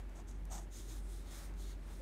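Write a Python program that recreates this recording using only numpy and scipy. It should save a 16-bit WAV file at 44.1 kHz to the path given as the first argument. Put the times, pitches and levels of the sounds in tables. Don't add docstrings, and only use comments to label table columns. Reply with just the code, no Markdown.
import sys
import numpy as np
from scipy import signal
from scipy.fft import rfft, irfft
from scipy.io import wavfile
from scipy.ndimage import uniform_filter1d

SR = 44100
rng = np.random.default_rng(int(sys.argv[2]) if len(sys.argv) > 2 else 0)


def nominal_scale(level):
    x = np.asarray(level, float) / 20
    return 10 ** x


def to_wav(sig):
    pcm = np.clip(np.atleast_2d(sig), -1, 1) * 32767
    pcm = np.round(pcm).astype(np.int16)
    wavfile.write(sys.argv[1], SR, pcm.T)


N = 88905

# start in seconds, length in seconds, level in dB, desk drum in dB, edge hiss in dB.
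PEN_STROKES = [
    (-.04, 0.062, -67, 12, -3.5),
    (0.088, 0.014, -72, 5, -13),
    (0.144, 0.042, -68.5, 5.5, -7.5),
    (0.16, 0.074, -67, 6, -15),
    (0.265, 0.067, -63, -6, -9),
    (0.303, 0.099, -74, -10, -16),
    (0.496, 0.042, -62, 2.5, -25),
    (.508, 0.064, -51.5, 0, -18),
    (.545, .06, -56, 3.5, -15),
    (0.569, 0.096, -64.5, 1, -6.5),
]
# centre in Hz, width in Hz, level in dB.
TIP_RESONANCES = [(3590, 890, -8), (4650, 500, -13.5), (6120, 1570, -2.5), (6870, 720, -1),
                  (7970, 1600, -3.5)]
# centre in Hz, width in Hz, level in dB.
EDGE_HISS = [(9400, 3300, 0), (11000, 2000, 0)]
# centre in Hz, width in Hz, level in dB.
SHRILL_BANDS = [(11600, 1600, -1), (13600, 1400, -11), (15000, 1500, -13)]
# centre in Hz, width in Hz, level in dB.
DESK_MODES = [(692, 98, -0.5), (818, 78, -1.5), (898, 56, -0.5), (1440, 1700, -13), (2000, 770, -11.5)]
# pitch in Hz, rms level in dB.
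MACHINES = [(46.8, -45.6), (48.55, -55)]
# frequency in Hz, level in dB per Hz.
RUMBLE_COLOUR = [(22, -16.5), (35, -13), (47, -2), (62, 7), (90, 1.5), (115, -11.5), (160, -5.5),
                 (340, -5.5)]
# frequency in Hz, level in dB per Hz.
AIR_COLOUR = [(290, -28), (500, -3.5), (1040, -8), (2050, -11.5), (2240, -13), (3210, -18.5), (5020, -24),
              (8200, -25.5), (15700, -32.5)]
# centre in Hz, width in Hz, rms level in dB.
DUCT_MODES = [(89, 24, -65.5), (146.8, 10.2, -69.5), (172, 6.5, -70.5), (222.3, 16, -75), (331, 38, -73),
              (395.5, 14, -75), (580.7, 10, -79.5), (824, 14.3, -81)]
# middle in seconds, low edge in Hz, high edge in Hz, level in dB.
WIDE_HISS = [
    (.047, 8800, 10300, -86),
    (.047, 12300, 15200, -84),
    (.768, 5000, 6400, -70),
    (.768, 8800, 11700, -70),
    (.768, 13800, 15700, -76),
]
# time in seconds, peak in dB, top of its band in Hz.
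TIP_TOUCHES = [
    (0.454, -43.5, 13500),
    (.192, -56, 10000),
    (.602, -52, 11000),
    (1.098, -54, 10000),
    (1.132, -52, 10000),
    (1.326, -52, 10500),
    (1.539, -48, 9000),
]
# time in seconds, pitch in Hz, level in dB, T60 in seconds.
WRIST_BUMPS = [
    (1.999, 522, -48.5, 0.24),
    (.88, 460, -59, .2),
    (.87, 109.5, -47.5, .25),
    (0.42, 148, -54.5, 0.36),
    (.93, 89, -52, .25),
    (1.27, 260, -58, 0.25),
    (2.5, 165, -59, .3),
]
# start in seconds, length in seconds, level in dB, high and low sheet ring in dB.
HAND_SLIDES = [(0.694, 0.16, -61, -0.5, -8), (0.748, 0.2, -65.5, -13, -10), (0.864, 0.1, -63, -3, -7.5),
               (0.902, .13, -62, -11, -9), (0.984, 0.18, -72, -22, -25), (1.065, 0.18, -65, -15, -9),
               (1.136, 0.22, -72.5, -14, -7), (1.242, 0.19, -64.5, -8.5, -2), (1.29, 0.25, -59.5, -17, -26),
               (1.545, 0.16, -64, -7.5, -4.5), (1.633, 0.15, -65.5, -5.5, -0.5),
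               (1.767, 0.21, -74.5, -20, -8), (1.851, 0.23, -67.5, -15, -10)]
# start in seconds, length in seconds, level in dB.
PALM_RUBS = [
    (0.692, 0.2, -71),
    (0.882, 0.15, -70.5),
    (1.27, 0.23, -65),
    (1.407, 0.18, -69.5),
    (1.594, 0.18, -71),
    (1.893, 0.17, -77),
]
# start in seconds, length in seconds, level in dB.
FINGER_TRAILS = [
    (0.79, .13, -72),
    (.94, .14, -71),
    (1.028, 0.13, -72.5),
    (1.08, 0.16, -68.5),
    (1.3, 0.12, -75),
    (1.842, 0.19, -77),
]
# frequency in Hz, level in dB per Hz.
SKIN_COLOUR = [(1650, -31), (2800, -11.5), (3740, -2.5), (5090, -0.5), (6800, -4), (7250, -4.5), (8680, 0),
               (10200, -3.5), (15700, -11)]
# centre in Hz, width in Hz, level in dB.
HIGH_SHEET_RING = [(6570, 820, 15), (5600, 410, 0)]
# centre in Hz, width in Hz, level in dB.
LOW_SHEET_RING = [(3560, 680, 4), (4500, 230, 10.5)]
# centre in Hz, width in Hz, level in dB.
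PALM_BANDS = [(2180, 540, -3.5), (1300, 600, -3.5)]
# centre in Hz, width in Hz, level in dB.
FINGERTIP_BANDS = [(8650, 2600, 1), (11200, 970, -6)]
# centre in Hz, width in Hz, depth from 0 to 1.
REFLECTION_DIPS = [(10400, 600, .45), (4950, 300, .25)]

STROKE_SHARPNESS, STROKE_SKEW = 1.4, 0.89
SLIDE_SHARPNESS, SLIDE_SKEW = 1.92, 0.88
PEN_FIBRES_PER_S, SKIN_FIBRES_PER_S = 9000, 16000
SHRILL_DB, SHRILL_POWER = -12, 1.2
TOUCH_T60_S, TOUCH_TAIL_DB, TOUCH_LOW_HZ = 0.035, -17, 3500
BUMP_RISE_S = 0.004
WIDE_HISS_S = 0.04
HUM_SWELL_S, HUM_WAVER_DB = 1.613, 0.5
RUMBLE_DB, AIR_DB = -56.5, -66
LOW_DUCT_FADE_DB_PER_S = -3
TOP_CUT_HZ = 16600


def rms_one(x):
    return x / np.sqrt(np.mean(x ** 2) + 1e-20)


def drift(rate):
    r = np.exp(-2 * np.pi * rate / SR)
    wander = signal.lfilter([1], [1, -2 * r, r * r], rng.standard_normal(N + SR))
    return rms_one(wander[SR:])


def coloured(x, points, edge_db=-24):
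    first_hz, first_db = points[0]
    hz, db = np.transpose([(first_hz * 0.23, first_db + edge_db), *points])
    f = np.maximum(np.fft.rfftfreq(len(x), 1 / SR), 1)
    gain = nominal_scale(np.interp(np.log(f), np.log(hz), db, right=-90))
    return rms_one(irfft(rfft(x) * gain, len(x)))


def resonant(x, peaks):
    out = 0
    for k, (hz, width, db) in enumerate(peaks):
        r = np.exp(-np.pi * width / SR)
        zeros = np.array([1, 0, -1]) * (1 - r * r) / 2
        poles = [1, -2 * r * np.cos(2 * np.pi * hz / SR), r * r]
        out = out + (-1) ** k * nominal_scale(db) * signal.lfilter(zeros, poles, x)
    return out


def twice(x, peaks):
    out = 0
    for k, (hz, width, db) in enumerate(peaks):
        once = resonant(x, [(hz, width, db)])
        out = out + (-1) ** k * resonant(once, [(hz, width, 0)])
    return rms_one(out)


def bandpass(x, order, low_hz, high_hz):
    return signal.sosfilt(signal.butter(order, [low_hz, high_hz], "band", fs=SR, output="sos"), x)


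def fibres(per_s, spread_db):
    size = nominal_scale(spread_db * np.minimum(rng.exponential(1, N), 5)) * rng.choice([-1, 1], N)
    return size * (rng.random(N) < per_s / SR) + 1e-18


def swell(start, length, sharpness, skew):
    share = np.clip((np.arange(N) / SR - start) / length, 0, 1)
    return np.sin(np.pi * share ** skew).clip(0) ** sharpness


def pen():
    tip, desk, edge = 0, 0, 0
    for start, length, db, desk_db, edge_db in PEN_STROKES:
        speed = nominal_scale(db) * swell(start, length, STROKE_SHARPNESS, STROKE_SKEW)
        tip = tip + speed
        desk = desk + nominal_scale(desk_db) * speed
        edge = edge + nominal_scale(edge_db) * speed
    catch = nominal_scale(1.6 * drift(300))
    grain = fibres(PEN_FIBRES_PER_S, 2.2) * catch
    other_grain = fibres(PEN_FIBRES_PER_S, 2.2) * catch
    shrill = nominal_scale(SHRILL_DB) * tip.max() * (tip / tip.max()) ** SHRILL_POWER
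    scratch = tip * twice(grain, TIP_RESONANCES) + shrill * twice(grain, SHRILL_BANDS)
    drum = desk * rms_one(resonant(other_grain, DESK_MODES))
    return scratch + edge * twice(other_grain, EDGE_HISS) + drum


def hum():
    t = np.arange(N) / SR - HUM_SWELL_S
    out = 0
    for hz, db in MACHINES:
        level = np.sqrt(2) * nominal_scale(db + HUM_WAVER_DB * drift(2.1))
        out = out + level * np.cos(2 * np.pi * hz * t)
    return out


def room():
    closing_slope = [(470, -16.5), (700, -42.5)]  # Hz, dB per Hz
    rumble = coloured(rng.standard_normal(N), RUMBLE_COLOUR + closing_slope)
    air = coloured(rng.standard_normal(N), AIR_COLOUR, edge_db=-6)
    return nominal_scale(RUMBLE_DB) * rumble + nominal_scale(AIR_DB + 1.6 * drift(4.5)) * air


def ducts():
    tones = []
    for hz, width, db in DUCT_MODES:
        noise = rng.standard_normal(N + SR)
        tones.append(nominal_scale(db) * twice(noise, [(hz, width, 0)])[SR:])
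    fade = nominal_scale(LOW_DUCT_FADE_DB_PER_S * (np.arange(N) / SR - 0.5))
    return tones[0] * fade + sum(tones[1:])


def wide_hiss():
    noise = rng.standard_normal(N)
    out = 0
    for middle, low_hz, high_hz, db in WIDE_HISS:
        shape = swell(middle - WIDE_HISS_S / 2, WIDE_HISS_S, 1.3, 0.86)
        out = out + nominal_scale(db) * shape * rms_one(bandpass(noise, 6, low_hz, high_hz))
    return out


def touches():
    out = np.zeros(N + SR)
    age = np.arange(2000) / SR
    for s, db, top_hz in TIP_TOUCHES:
        tail = uniform_filter1d(rng.standard_normal(len(age)), size=2)
        tick = tail * nominal_scale(TOUCH_TAIL_DB - 60 * age / TOUCH_T60_S)
        tick[0] = -2
        at = int(s * SR)
        out[at:at + len(age)] += nominal_scale(db) * bandpass(tick, 4, TOUCH_LOW_HZ, top_hz)
    return out[:N]


def bumps():
    t = np.arange(N) / SR
    out = 0
    for s, hz, db, t60 in WRIST_BUMPS:
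        age = np.maximum(t - s, 0)
        push = 1 - np.exp(-age / BUMP_RISE_S)
        out = out + nominal_scale(db - 60 * age / t60) * push * np.sin(2 * np.pi * hz * age)
    return out


def hand():
    grain = fibres(SKIN_FIBRES_PER_S, 0.97) * nominal_scale(0.65 * drift(60))
    hiss = coloured(grain, SKIN_COLOUR)
    high_ring = rms_one(resonant(grain, HIGH_SHEET_RING))
    low_ring = rms_one(resonant(grain, LOW_SHEET_RING))
    slides = 0
    for start, length, db, high_db, low_db in HAND_SLIDES:
        speed = nominal_scale(db) * swell(start, length, SLIDE_SHARPNESS, SLIDE_SKEW)
        slides = slides + speed * (hiss + nominal_scale(high_db) * high_ring + nominal_scale(low_db) * low_ring)
    palm = sum(nominal_scale(db) * swell(start, length, SLIDE_SHARPNESS, SLIDE_SKEW) for start, length, db in PALM_RUBS)
    tips = sum(nominal_scale(db) * swell(start, length, 0.94, 0.88) for start, length, db in FINGER_TRAILS)
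    trails = tips * twice(fibres(SKIN_FIBRES_PER_S, 1.5), FINGERTIP_BANDS)
    rubs = palm * rms_one(resonant(rng.standard_normal(N), PALM_BANDS))
    return slides + trails + rubs


def scene():
    near = pen() + touches() + hand()
    for hz, width, depth in REFLECTION_DIPS:
        near = near - depth * resonant(near, [(hz, width, 0)])
    mid = near + bumps() + hum() + room() + ducts()
    side = wide_hiss()
    return np.array([mid + side, mid - side])


def band_limit(x):
    return signal.sosfilt(signal.butter(12, 15830, fs=SR, output="sos"), x)


def record(dry):
    low_pass = signal.cheby2(12, 30, TOP_CUT_HZ, fs=SR, output="sos")
    mix = signal.sosfiltfilt(low_pass, dry)
    return band_limit(mix)


dry = scene()
out = record(dry)
to_wav(out)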